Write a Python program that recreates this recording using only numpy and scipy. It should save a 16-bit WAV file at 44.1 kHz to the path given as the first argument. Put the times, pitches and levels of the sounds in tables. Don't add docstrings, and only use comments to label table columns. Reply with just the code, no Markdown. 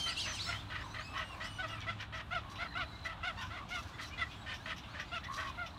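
import sys
import numpy as np
from scipy import signal
from scipy.fft import rfft, irfft
from scipy.io import wavfile
from scipy.ndimage import uniform_filter1d

SR = 44100
rng = np.random.default_rng(int(sys.argv[2]) if len(sys.argv) > 2 else 0)


def store_pcm(level_fs):
    pcm = np.round(np.clip(level_fs, -1, 1) * 32767).astype(np.int16)
    wavfile.write(sys.argv[1], SR, np.atleast_2d(pcm).T)


def invert_db(x):
    u = np.asarray(x, float) / 20
    return 10 ** u


N = 254898
TIME = np.arange(N) / SR


def shaped(count, hz, db):
    f = np.maximum(np.fft.rfftfreq(count, 1 / SR), 1)
    colour = invert_db(np.interp(np.log(f), np.log(hz), db))
    y = irfft(rfft(rng.standard_normal(count)) * colour, count)
    return y / y.std()


def walk(count, rate):
    k = max(int(SR / rate), 2)
    noise = rng.standard_normal(count + 4 * k)
    smooth = uniform_filter1d(uniform_filter1d(noise, k), k)[2 * k:2 * k + count]
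    return smooth * np.sqrt(1.5 * k)


def waver(count, rate):
    y = walk(count, rate)
    return y - y.mean()


def read(table, fade_s=0.0063, tail_s=0.0087):
    s, *columns = np.transpose(table)
    t = np.arange(max(s[0] - fade_s, 0), s[-1] + tail_s, 1 / SR)
    fade_in = np.clip((t - s[0]) / fade_s + 1, 0, 1)
    fade_out = np.clip((s[-1] - t) / tail_s + 1, 0, 1)
    return int(t[0] * SR), (fade_in * fade_out) ** 2, [np.interp(t, s, c) for c in columns]


def add(out, start, x):
    x = x[:max(N - start, 0)]
    out[start:start + len(x)] += x


def ring(x, hz, width_hz):
    sos = signal.butter(1, [hz - width_hz / 2, hz + width_hz / 2], "band", fs=SR, output="sos")
    return signal.sosfilt(np.vstack([sos, sos]), x)


def breath(count):
    beat = np.cumsum(500 * (1 + .04 * walk(count, 120))) / SR % 1
    puff = np.exp(-beat / .06)
    air = rng.standard_normal(count) * (.12 + .5 * np.exp(-beat / .3))
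    return (puff + air) * invert_db(3 * walk(count, 90))


# pitch_hz, level_db (per Hz)
DUSK_COLOUR = [(15, -48), (25, -1), (75, 5.5), (298, -10), (471, -18.5), (651, -11.5), (1180, -10),
               (1630, -14), (1970, -20), (3650, -20.5), (4910, -31.5), (5930, -35), (15600, -49)]
# time_s, level_db
FAR_CHORUS = [(0, -35), (.09, -40), (.15, -50), (.23, -40), (.36, -40), (.47, -43), (.57, -42.5),
              (.66, -55.5), (1.8, -53.5), (2.1, -66), (2.6, -59), (3.2, -59), (4, -53), (4.33, -52.5),
              (4.41, -58), (4.63, -57), (4.8, -58), (5.78, -58.5)]
# time_s, level_db
ENGINE_HUM = [(0, -59), (.3, -47), (.8, -49.5), (1.1, -59.5), (1.95, -47.5), (2.1, -56.5), (5.78, -70.5)]


def dusk():
    blur = shaped(N, *np.transpose(DUSK_COLOUR))
    chorus_db = np.interp(TIME, *np.transpose(FAR_CHORUS)) + 60
    spectrum, f, out = rfft(blur), np.fft.rfftfreq(N, 1 / SR), 0
    for low in 2 ** np.arange(4, 15):
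        band = irfft(spectrum * ((f >= low) & (f < 2 * low)), N)
        flicker_db = 1.0 if low < 500 else 1.4
        chorus_share = np.interp(low, [1000, 2000, 4000, 9000], [0.091, 0.44, 0.87, 0.43])
        out = out + band * invert_db(flicker_db * walk(N, 9.6) + chorus_db * chorus_share)
    phase = 2 * np.pi * np.cumsum(103.5 * (1 + 0.014 * walk(N, 7.9))) / SR
    engine_db = np.interp(TIME, *np.transpose(ENGINE_HUM)) + 2.0 * walk(N, 4.45)
    whine = invert_db(-66) * np.sin(2 * np.pi * 297 * TIME + 1.52 * walk(N, 4.92))
    return out * invert_db(-49.5) + np.sin(phase) * invert_db(engine_db) + whine


# time_s, level_db
CRICKET_LEVEL = [(0, -48), (2.5, -75), (2.58, -56), (3.05, -57), (3.3, -78), (5.78, -56.5)]


def cricket():
    stroke = np.cumsum(27.0 * (1 + 0.0303 * walk(N, 3.43))) / SR % 1
    push = np.exp(-((stroke - .5) / .15) ** 2) * invert_db(4 * walk(N, 12))
    ticks = ring(rng.standard_normal(N), 3980, 350) * (.25 + push)
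    return ticks / ticks.std() * invert_db(np.interp(TIME, *np.transpose(CRICKET_LEVEL)) - 7.5)


# start_s, level_db
CRICKET_STROKES = [(2.5399, -52), (2.5733, -47), (2.6127, -45), (2.683, -47), (2.7199, -48), (2.7833, -44),
                   (2.8561, -50), (2.8901, -52), (2.9305, -51), (2.9579, -49), (3.0093, -50), (3.0372, -46)]


def chirps():
    out, t = np.zeros(N), np.arange(0, .02, 1 / SR)
    swell = np.sin(np.pi * t / t[-1]) ** 2
    for s, db in CRICKET_STROKES:
        detune, turn = rng.standard_normal(2)
        tone = np.sin(2 * np.pi * 3980 * (1 + .015 * detune) * t + turn)
        add(out, int((s - .003) * SR), swell * tone * invert_db(db - 3.0))
    return out


# start_s, level_db
SQUABBLE = [(3.4146, -43), (3.4244, -45), (3.4535, -49), (3.5024, -57), (3.5912, -55), (3.691, -51),
            (3.6964, -50), (3.7094, -51), (3.7234, -53), (3.7374, -50), (3.7574, -50), (3.7743, -47),
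            (3.7854, -50), (3.7954, -52), (3.8114, -51), (3.8294, -54), (3.8494, -56), (3.8744, -53),
            (3.9644, -61), (4.0472, -53)]
# start_s, level_db
LATE_SQUABBLE = [
    (5.3208, -48),
    (5.3861, -50),
    (5.4804, -59),
]


def rattle():
    out, t = np.zeros(N), np.arange(0, .02, 1 / SR)
    for s, db in list(SQUABBLE) + list(LATE_SQUABBLE):
        tick = rng.standard_normal(len(t)) * np.exp(-t / 0.0029)
        dry_tick = ring(tick, 6400, 3000) + .4 * ring(tick, 10000, 6000)
        add(out, int(s * SR), dry_tick / abs(dry_tick).max() * invert_db(db - 6))
    return out


# start_s, level_db
BEAK_SNAPS = [
    (1.807, -40),
    (1.817, -38),
    (1.826, -48.5),
    (3.414, -38),
    (3.692, -42),
    (3.777, -55),
]


def snaps():
    out, t = np.zeros(N), np.arange(0, .03, 1 / SR)
    for s, db in BEAK_SNAPS:
        tick = rng.standard_normal(len(t)) * np.exp(-t / 0.0023)
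        bill = ring(tick, 3230, 700) + 0.46 * ring(tick, 4430, 700) + 0.32 * ring(tick, 5600, 900)
        add(out, int((s - .002) * SR), bill / abs(bill).max() * invert_db(db))
    return out


# start_s, beak_level_db, body_level_db (relative to the beak)
SHORT_RASPS = [(1.1709, -37.5, 2.5), (1.4375, -37, -6.5), (1.677, -39, 9), (1.765, -62, 22),
               (1.815, -54, 25), (1.9998, -40, 8), (2.1387, -38, 1), (2.3694, -47, 17.5), (2.552, -43, 14),
               (2.727, -65, 23), (2.8022, -50, 26.5), (3.251, -51, 11), (3.411, -37, 10), (3.454, -45, -1),
               (3.688, -41, 7), (3.774, -45, -3), (4.069, -39, 1), (4.3096, -45.5, 16.5), (4.536, -36, 6.5),
               (4.6932, -47.5, 19), (4.761, -36, 7), (4.832, -57, 22), (4.994, -38, 6), (5.156, -43, 12),
               (5.2345, -42, 9), (5.468, -44, 16), (5.657, -41, 11)]


def rasps():
    out, t = np.zeros(N), np.arange(0, .16, 1 / SR)
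    shape = np.clip(t / .008, 0, 1) * np.exp(-(t / .034) ** 2)
    for s, db, body_db in SHORT_RASPS:
        air = breath(len(t))
        beak = ring(air, 5660, 966) + .5 * ring(air, 4230, 500) + 0.078 * ring(air, 12200, 3800)
        body = ring(ring(air, 3030, 2000), 3200, 2800) + .5 * ring(air, 3430, 280)
        both = beak / np.std(beak[:2000]) + invert_db(body_db - 1.5) * body / np.std(body[:2000])
        add(out, int(s * SR), shape * invert_db(db - 17.5) * both)
    return out


# start_s, length_s, level_db
LONG_HISSES = [
    (3.046, 0.029, -47),
    (4, 0.086, -48.5),
    (2.5, 0.04, -52),
    (3.69, 0.21, -51.5),
    (5.31, 0.19, -49),
]
HISS_START_DB, HISS_END_DB = -5, -8


def hisses():
    out = np.zeros(N)
    for s, length, top_db in LONG_HISSES:
        table = [(s, top_db + HISS_START_DB), (s + .3 * length, top_db), (s + length, top_db + HISS_END_DB)]
        start, gate, (db,) = read(table, fade_s=0.0082, tail_s=0.0183)
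        air = breath(len(db))
        beak = ring(air, 4600, 4200) + 1.1 * ring(air, 3980, 350)
        beak = beak + 0.5 * ring(air, 4620, 280) + 0.85 * ring(air, 5600, 490)
        top = ring(air, 9100, 7700)
        add(out, start, gate * invert_db(db - 3.5) * (beak / beak.std() + invert_db(-22) * top / top.std()))
    return out


# peak_s, length_s, throat_hz, level_db
ADULT_GRUNTS = [(0.888, 0.017, 940, -54.5), (1.32, 0.099, 1065, -53.5), (2.46, 0.12, 1100, -53.5),
                (3.402, 0.065, 1030, -49.5), (3.431, 0.027, 1480, -49), (3.601, 0.04, 1145, -50.5),
                (1.731, 0.059, 1300, -52.5), (2.682, 0.073, 960, -61), (5.26, 0.019, 1930, -48.5),
                (5.312, 0.013, 1076, -42.5), (5.345, 0.17, 1134, -44.5), (5.394, 0.04, 1547, -49),
                (5.543, .04, 1000, -58), (5.763, .03, 1100, -57), (1.16, 0.048, 1120, -46),
                (0.85, 0.028, 1060, -52.5), (1.1, 0.047, 1200, -57), (0.745, 0.018, 1480, -50),
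                (2.8, 0.021, 1170, -46.5), (3.79, 0.023, 1200, -49), (2.735, 0.011, 1850, -53),
                (2.2, 0.035, 1200, -56)]


def grunts():
    out = np.zeros(N)
    attack_s, start_db, fade_db_per_s, sag_hz_per_s = .025, -2, 18, 364
    for s, length, top_hz, top_db in ADULT_GRUNTS:
        end = (s + length, top_hz - sag_hz_per_s * length, top_db - fade_db_per_s * length)
        path = [(s - attack_s, top_hz, top_db + start_db), (s, top_hz, top_db), end]
        start, gate, (hz, db) = read(path)
        n = len(hz)
        flap = np.cumsum(68 * (1 + 0.22 * walk(n, 28.0))) / SR % 1
        puff = 0.6 + np.sin(np.pi * flap) ** 2 * invert_db(3.0 * walk(n, 90))
        phase = 2 * np.pi * np.cumsum(hz * (1 + .05 * walk(n, 400))) / SR
        rough = 0.18 * walk(n, 310) * np.sin(1.6 * phase) + 0.072 * walk(n, 240) * np.sin(2 * phase)
        voice = puff * (np.sin(phase) + rough)
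        add(out, start, voice / voice.std() * gate * invert_db(db))
    return out


# start_s, length_s, level_db
TORN_AIR = [
    (.075, .05, -63),
    (.165, .105, -55),
    (.33, .05, -56),
    (.395, 0.081, -60),
]


def shrieks():
    out = np.zeros(N)
    for s, length, top_db in TORN_AIR:
        path = [(s, top_db + HISS_START_DB), (s + length / 2, top_db), (s + length, top_db + HISS_END_DB)]
        start, gate, (db,) = read(path)
        air = rng.standard_normal(len(db)) * invert_db(3.0 * walk(len(db), 150))
        shriek = ring(air, 5500, 5500) + 0.11 * ring(air, 12500, 4000)
        add(out, start, shriek / shriek.std() * gate * invert_db(db))
    return out


SLIDE_IN_DB, SLIDE_OUT_DB = -4, -5


def slide(s, length, top_hz, db, rise, fall, up, down):
    top_s = s + min(rise / up, .95 * length)
    drop_s = max(s + length - fall / down, top_s + .001)
    end_s = max(s + length, drop_s + .001)
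    return [(s, top_hz / 2 ** rise, db + SLIDE_IN_DB), (top_s, top_hz, db), (drop_s, top_hz, db),
            (end_s, top_hz / 2 ** fall, db + SLIDE_OUT_DB)]


def soft_ends(path, db):
    soft = [SLIDE_IN_DB] + [0] * (len(path) - 2) + [SLIDE_OUT_DB]
    return [(s, hz, db + d) for (s, hz), d in zip(path, soft)]


# start_s, length_s, top_hz, level_db, rise_octaves
UP_PIPES = [(1.41, 0.174, 2958, -54, 0.38)]
UP_PEEPS = [(.455, .065, 7000, -62, .07), (2.925, .06, 2130, -60, .03), (4.11, .045, 2480, -54, .13),
            (4.124, .026, 2950, -54, .05), (4.042, .018, 4050, -54, .03), (4.015, .025, 4350, -59, .02),
            (4.408, .035, 3850, -61, .04), (4.838, .025, 2750, -60, .04), (4.36, .08, 7800, -73, .1),
            (4.295, .035, 2500, -59, .04), (4.315, .03, 3380, -59, .04)]
UP_FAR = [(1.04, .04, 2380, -65, .2), (4.57, .1, 2280, -63, .45), (4.88, .045, 2270, -64, .3),
          (5.06, .04, 2400, -67, .12)]
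# start_s, length_s, top_hz, level_db, fall_octaves
DOWN_PEEPS = [
    (-.02, 0.041, 4740, -44.5, 0.18),
    (3.925, 0.034, 7000, -76, 0.16),
]
# level_db, then a path of time_s, pitch_hz
PIPED = [
    (-41, [(-.04, 3200), (.02, 3130), (.085, 3080), (.098, 2950), (.11, 2550)]),
    (-45, [(.186, 3380), (.192, 3400), (.205, 3250), (.22, 3100), (.245, 2800), (.262, 2600)]),
    (-54, [(1.04, 2520), (1.1, 2630), (1.145, 2580)]),
    (-56, [(1.245, 2820), (1.3, 2830), (1.335, 2700), (1.352, 2300)]),
    (-55, [(1.685, 2780), (1.73, 2880), (1.755, 2680)]),
]
SQUEALED = [
    (-44, [(.066, 1950), (.078, 2060), (.086, 2330), (.108, 2380)]),
    (-52, [(.112, 2650), (.13, 2500), (.14, 2250), (.156, 1550), (.163, 1330)]),
    (-44, [(.165, 1325), (.183, 1400), (.19, 1600), (.2, 1850), (.215, 2100), (.222, 2300), (.232, 2370)]),
    (-47, [(.166, 1850), (.18, 2200), (.192, 2350), (.207, 2700)]),
    (-55, [(.232, 2650), (.242, 2800), (.255, 2600), (.272, 2100), (.284, 1650)]),
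    (-56, [(.332, 1950), (.342, 2150), (.352, 2350)]),
    (-55, [(.37, 2750), (.385, 2500), (.398, 1950)]),
    (-43.5, [(.388, 1600), (.398, 1870), (.409, 2000), (.415, 2200), (.427, 2370)]),
    (-53, [(.43, 2650), (.438, 2700), (.455, 2600), (.47, 2700), (.5, 2670), (.52, 2600)]),
    (-52, [(.445, 1750), (.46, 2000), (.475, 2080), (.5, 2170), (.526, 2050)]),
]
REEDED = [
    (-52, [(.158, 2700), (.172, 3220), (.188, 3400), (.2, 3300)]),
    (-51, [(.322, 2600), (.332, 3080), (.345, 3230), (.36, 3000), (.375, 2750), (.385, 2500), (.396, 2000)]),
]
THINNED = [
    (-65, [(.76, 1530), (.8, 1650), (.855, 2000), (.872, 2200)]),
    (-64, [(.88, 2050), (.895, 1930), (.92, 2000), (.95, 2150)]),
]
FAR_AWAY = [
    (-59, [(.98, 2050), (1.02, 2250), (1.045, 2500), (1.075, 2590)]),
    (-55, [(1.42, 2050), (1.45, 2550), (1.475, 2700)]),
    (-61, [(1.66, 2000), (1.675, 2350), (1.69, 2480)]),
    (-66, [(1.745, 2470), (1.757, 2350), (1.772, 1830)]),
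]
PEEPED = [(-49, [(.246, 6000), (.3, 6100), (.32, 6000), (.33, 5700), (.34, 5100)]), (-51, [(.52, 2900),
          (.535, 2950), (.55, 3150), (.584, 3100)]), (-55, [(0, 5400), (.025, 5250)]), (-57, [(.172, 7400),
          (.19, 7900), (.205, 8500)]), (-55, [(.7, 2900), (.73, 2850), (.775, 2900)]), (-57, [(.94, 2750),
          (.985, 2800)]), (-55, [(5.02, 1950), (5.05, 1980)]), (-58, [(.44, 6800), (.465, 8100),
          (.5, 7900)]), (-58, [(.335, 7200), (.355, 7900)]), (-58, [(.19, 7000), (.21, 8100)]),
          (-52, [(.586, 3300), (.6, 3700), (.616, 3100)]), (-53, [(1.148, 2600), (1.167, 3100),
          (1.19, 2880), (1.235, 2820)]), (-54, [(.272, 2850), (.295, 2780)]), (-57, [(1.6, 3650),
          (1.63, 3800)]), (-54, [(1.77, 2350), (1.782, 2420), (1.8, 2300)]), (-50, [(1.822, 2300),
          (1.84, 2220)]), (-57, [(1.848, 2250), (1.86, 2200)]), (-57, [(1.745, 1800), (1.77, 1740)]),
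          (-57, [(1.805, 1850), (1.845, 1700)]), (-58, [(5.097, 2080), (5.115, 2050)]),
          (-54, [(3.686, 2330), (3.7, 2280)]), (-58, [(4.6, 1620), (4.63, 1720)]), (-60, [(4.345, 3750),
          (4.36, 3650)]), (-59, [(4.35, 3450), (4.38, 3300)]), (-60, [(4.432, 3450), (4.445, 3350)]),
          (-56, [(5.235, 3450), (5.255, 3500)]), (-58, [(3.93, 1800), (3.947, 2100), (3.98, 1700)]),
          (-61, [(3.93, 3250), (3.942, 3520), (3.965, 3400)]), (-59, [(4.305, 3500), (4.325, 3750)]),
          (-49, [(5.47, 2530), (5.5, 2480)])]
PIPE, SQUEAL, PEEP = (0, -15, -17, -37), (-24, 2, -14, -24, -32, -38), (0, -27, -37, -48)
REEDY, THIN, FAR = (0, -8, -12, -38), (-22, 0, -3, -10), (-22, 0, -10, -30)


def whistles():
    out, calls = np.zeros(N), []
    quick, slow, falling = 14, 3.9, 10.5
    for rows, tones, up in ((UP_PIPES, PIPE, quick), (UP_PEEPS, PEEP, slow), (UP_FAR, FAR, slow)):
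        calls += [(slide(*row, fall=.04, up=up, down=slow), tones) for row in rows]
    for s, length, top_hz, db, fall in DOWN_PEEPS:
        calls.append((slide(s, length, top_hz, db, rise=.3, fall=fall, up=quick, down=falling), PEEP))
    for rows, tones in ((PIPED, PIPE), (SQUEALED, SQUEAL), (REEDED, REEDY), (THINNED, THIN),
                        (FAR_AWAY, FAR), (PEEPED, PEEP)):
        calls += [(soft_ends(path, db), tones) for db, path in rows]
    for table, tones_db in calls:
        start, gate, (hz, db) = read(table, fade_s=0.005, tail_s=0.014)
        n = len(hz)
        hz = uniform_filter1d(hz, size=300)
        phase = 2 * np.pi * np.cumsum(hz * (1 + .008 * walk(n, 300))) / SR
        pipe = 0
        for k, tone_db in enumerate(tones_db):
            pipe = pipe + invert_db(tone_db + (1.5 + k) * waver(n, 130)) * np.sin((k + 1) * phase)
        add(out, start, np.sqrt(2) * pipe * gate * invert_db(db))
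    return out


# partial_number, level_db
THROAT_COLOUR = [(1, -8), (4, 1.5), (5, 4), (6, -4), (8, -13), (11, -23), (16, -28.5)]
# start_s, length_s, pitch_hz, level_db (partial 2), brightness_db (upper partials)
CLEAR_CALLS = [
    (1.69, 0.073, 677, -51, -6.5),
    (2.31, 0.081, 747, -38.5, -14),
    (2.754, 0.088, 769, -40.5, -11.5),
    (3.232, 0.083, 751, -40.5, -9),
]
PURE_CALLS = [(3.707, 0.092, 733, -44, -9.5), (5.578, 0.078, 717, -42, -23)]
RINGING_CALLS = [(5.119, 0.064, 721, -41, -9)]
CUT_CALLS = [(1.588, 0.031, 758, -40.5, -11.5)]
FALLING_CALLS = [(1.623, 0.038, 672, -40.5, -13)]
RISING_CALLS = [(1.868, 0.064, 696.5, -44.5, -7.5), (2.588, 0.064, 717, -42.5, -10),
                (3.506, 0.064, 727, -46.5, -10)]
NASAL_CALLS = [(4.18, 0.062, 700, -46, -2), (4.464, 0.088, 613, -57.5, 8)]
HUSKY_CALLS = [(.062, 0.069, 689, -46, -6.5), (.466, 0.105, 694, -47, -6), (1.142, 0.1, 641, -47, -4.5),
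               (1.402, 0.082, 647, -49, -4.5), (2.127, 0.087, 649, -47.5, -4.5),
               (2.65, 0.023, 669, -48, -8.5), (3.051, 0.083, 669, -47.5, -7.5),
               (3.57, 0.033, 720, -54.5, -2), (4.66, 0.073, 649, -47.5, -2)]
HOARSE_CALLS = [(.259, 0.08, 634.4, -51.5, -0.5), (.702, 0.1, 639.6, -50.5, -3.5),
                (.805, 0.029, 587, -51, -7.5), (.945, 0.085, 641, -51, -4), (1.989, 0.065, 620, -66.5, 12),
                (3.986, 0.07, 649, -52, -4), (4.937, 0.11, 610, -54, -3), (5.375, 0.1, 652, -48.5, -7)]
SMALL_CALLS = [(3.372, 0.052, 935, -51, -7)]
PURE, CLEAR, HUSKY, HOARSE = .05, .15, .42, .58
# calls, hoarseness, slack_pitch_factor, third_partial_db, peak_share (of the length),
# crack_db (at the peak), first_partial_db
KINDS = [(CLEAR_CALLS, CLEAR, .98, -2, .42, -10, 0), (PURE_CALLS, PURE, 1.03, 0, .4, -3, 0),
         (RINGING_CALLS, PURE, 1, -9, .45, 0, 0), (CUT_CALLS, PURE, 1.15, -9, .95, 0, 0),
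         (FALLING_CALLS, CLEAR, .97, -5, .12, 0, 0), (RISING_CALLS, HUSKY / 1.3, .98, 0, .85, -3, 0),
         (NASAL_CALLS, HUSKY / 2, 1, 5, .42, -3, 0), (HUSKY_CALLS, HUSKY, 1, 2, .42, -6, 0),
         (HOARSE_CALLS, HOARSE, 1, 2, .42, -6, 0), (SMALL_CALLS, CLEAR, 1.4, 0, .6, -2, 8.5)]


def partial_db(k, rough, first_db, third_db, upper_db):
    if k == 2:
        return 0
    if k == 3:
        return third_db + 1.5 + 0.4 * upper_db
    throat_db = np.interp(k, *np.transpose(THROAT_COLOUR))
    if k == 1:
        return throat_db + first_db
    clear_db = 7 if k == 4 and rough <= CLEAR else 0
    return throat_db + upper_db - 5.5 + clear_db


def buzz(phase, rough, first_db, third_db, upper_db):
    n, voice = len(phase), 0
    for k in range(1, 17):
        noisy = rough * (.55 * k - .35) + .2 * max(k - 2, 0) * (1 - rough) + .12 * max(k - 4, 0)
        noisy = min(noisy, 1)
        spread_hz = 60 + 220 * rough + 50 * k
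        breakup = walk(n, spread_hz) * np.sin(k * phase) + walk(n, spread_hz) * np.cos(k * phase)
        tone = np.sqrt(2 - 2 * noisy) * np.sin(k * phase) + np.sqrt(noisy) * breakup
        gain_db = partial_db(k, rough, first_db, third_db, upper_db)
        voice = voice + invert_db(gain_db + 2.2 * waver(n, 60)) * tone
    return voice


def honks():
    out = np.zeros(N)
    for rows, rough, slack, third_db, peak, crack_db, first_db in KINDS:
        for s, length, top_hz, top_db, upper_db in rows:
            effort = [(s, top_db - 5.5), (s + .23 * length, top_db),
                      (s + .63 * length, top_db), (s + length, top_db - 5.5)]
            start, gate, (db,) = read(effort, fade_s=.005, tail_s=.012)
            first_hz, last_hz = min(slack * 670, .97 * top_hz), min(slack * 640, .97 * top_hz)
            peak_s = s + peak * length
            arch = [(s, first_hz), (peak_s, top_hz), (s + length, last_hz)]
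            _, _, (hz,) = read(arch, fade_s=.005, tail_s=.04)
            n = min(len(db), len(hz))
            hz, db, gate = uniform_filter1d(hz, size=140)[:n], db[:n], gate[:n]
            shake = 1 + (.002 + .025 * rough) * walk(n, 200)
            phase = 2 * np.pi * np.cumsum(hz * shake) / SR
            voice = buzz(phase, rough, first_db, third_db, upper_db)
            air = ring(ring(breath(n), 2474, 2660), 2474, 4420)
            air = air * invert_db(1.5 * waver(n, 132))
            air_gain = invert_db(9 + upper_db) * np.sqrt(max(rough, CLEAR))
            crack = np.exp(-(((start + np.arange(n)) / SR - peak_s) / .004) ** 2)
            voice = voice * invert_db(crack_db * crack) + air_gain * air / air.std()
            add(out, start, voice * gate * invert_db(db + 3.44 * np.sqrt(rough) * waver(n, 41.0)))
    return out


def scatter(x, t60_s):
    t = np.arange(0, .6, 1 / SR)
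    echoes = shaped(len(t), [200, 1500, 5000, 16000], [-34.0, 1.5, 2.0, -1.5])
    trees = echoes * 10 ** (-3 * t / t60_s) * np.clip(t / 0.0071, 0, 1)
    return signal.fftconvolve(x, trees / np.sqrt(np.sum(trees ** 2)))[:N]


def scene():
    roost = cricket() + chirps() + rattle() + snaps() + rasps() + hisses() + grunts() + honks()
    ducks = shrieks() + whistles()
    leaves = invert_db(-11) * scatter(roost, t60_s=.13)
    overhead = invert_db(-6) * scatter(ducks, t60_s=.2)
    return (dusk() + leaves + overhead + ducks + roost)[None]


def band_limit(x):
    return signal.sosfilt(signal.butter(12, 15760, fs=SR, output="sos"), x)


def record(dry):
    trimmed = signal.sosfilt(signal.butter(4, 39, "high", fs=SR, output="sos"), dry)
    return band_limit(trimmed)


dry = scene()
out = record(dry)
store_pcm(out)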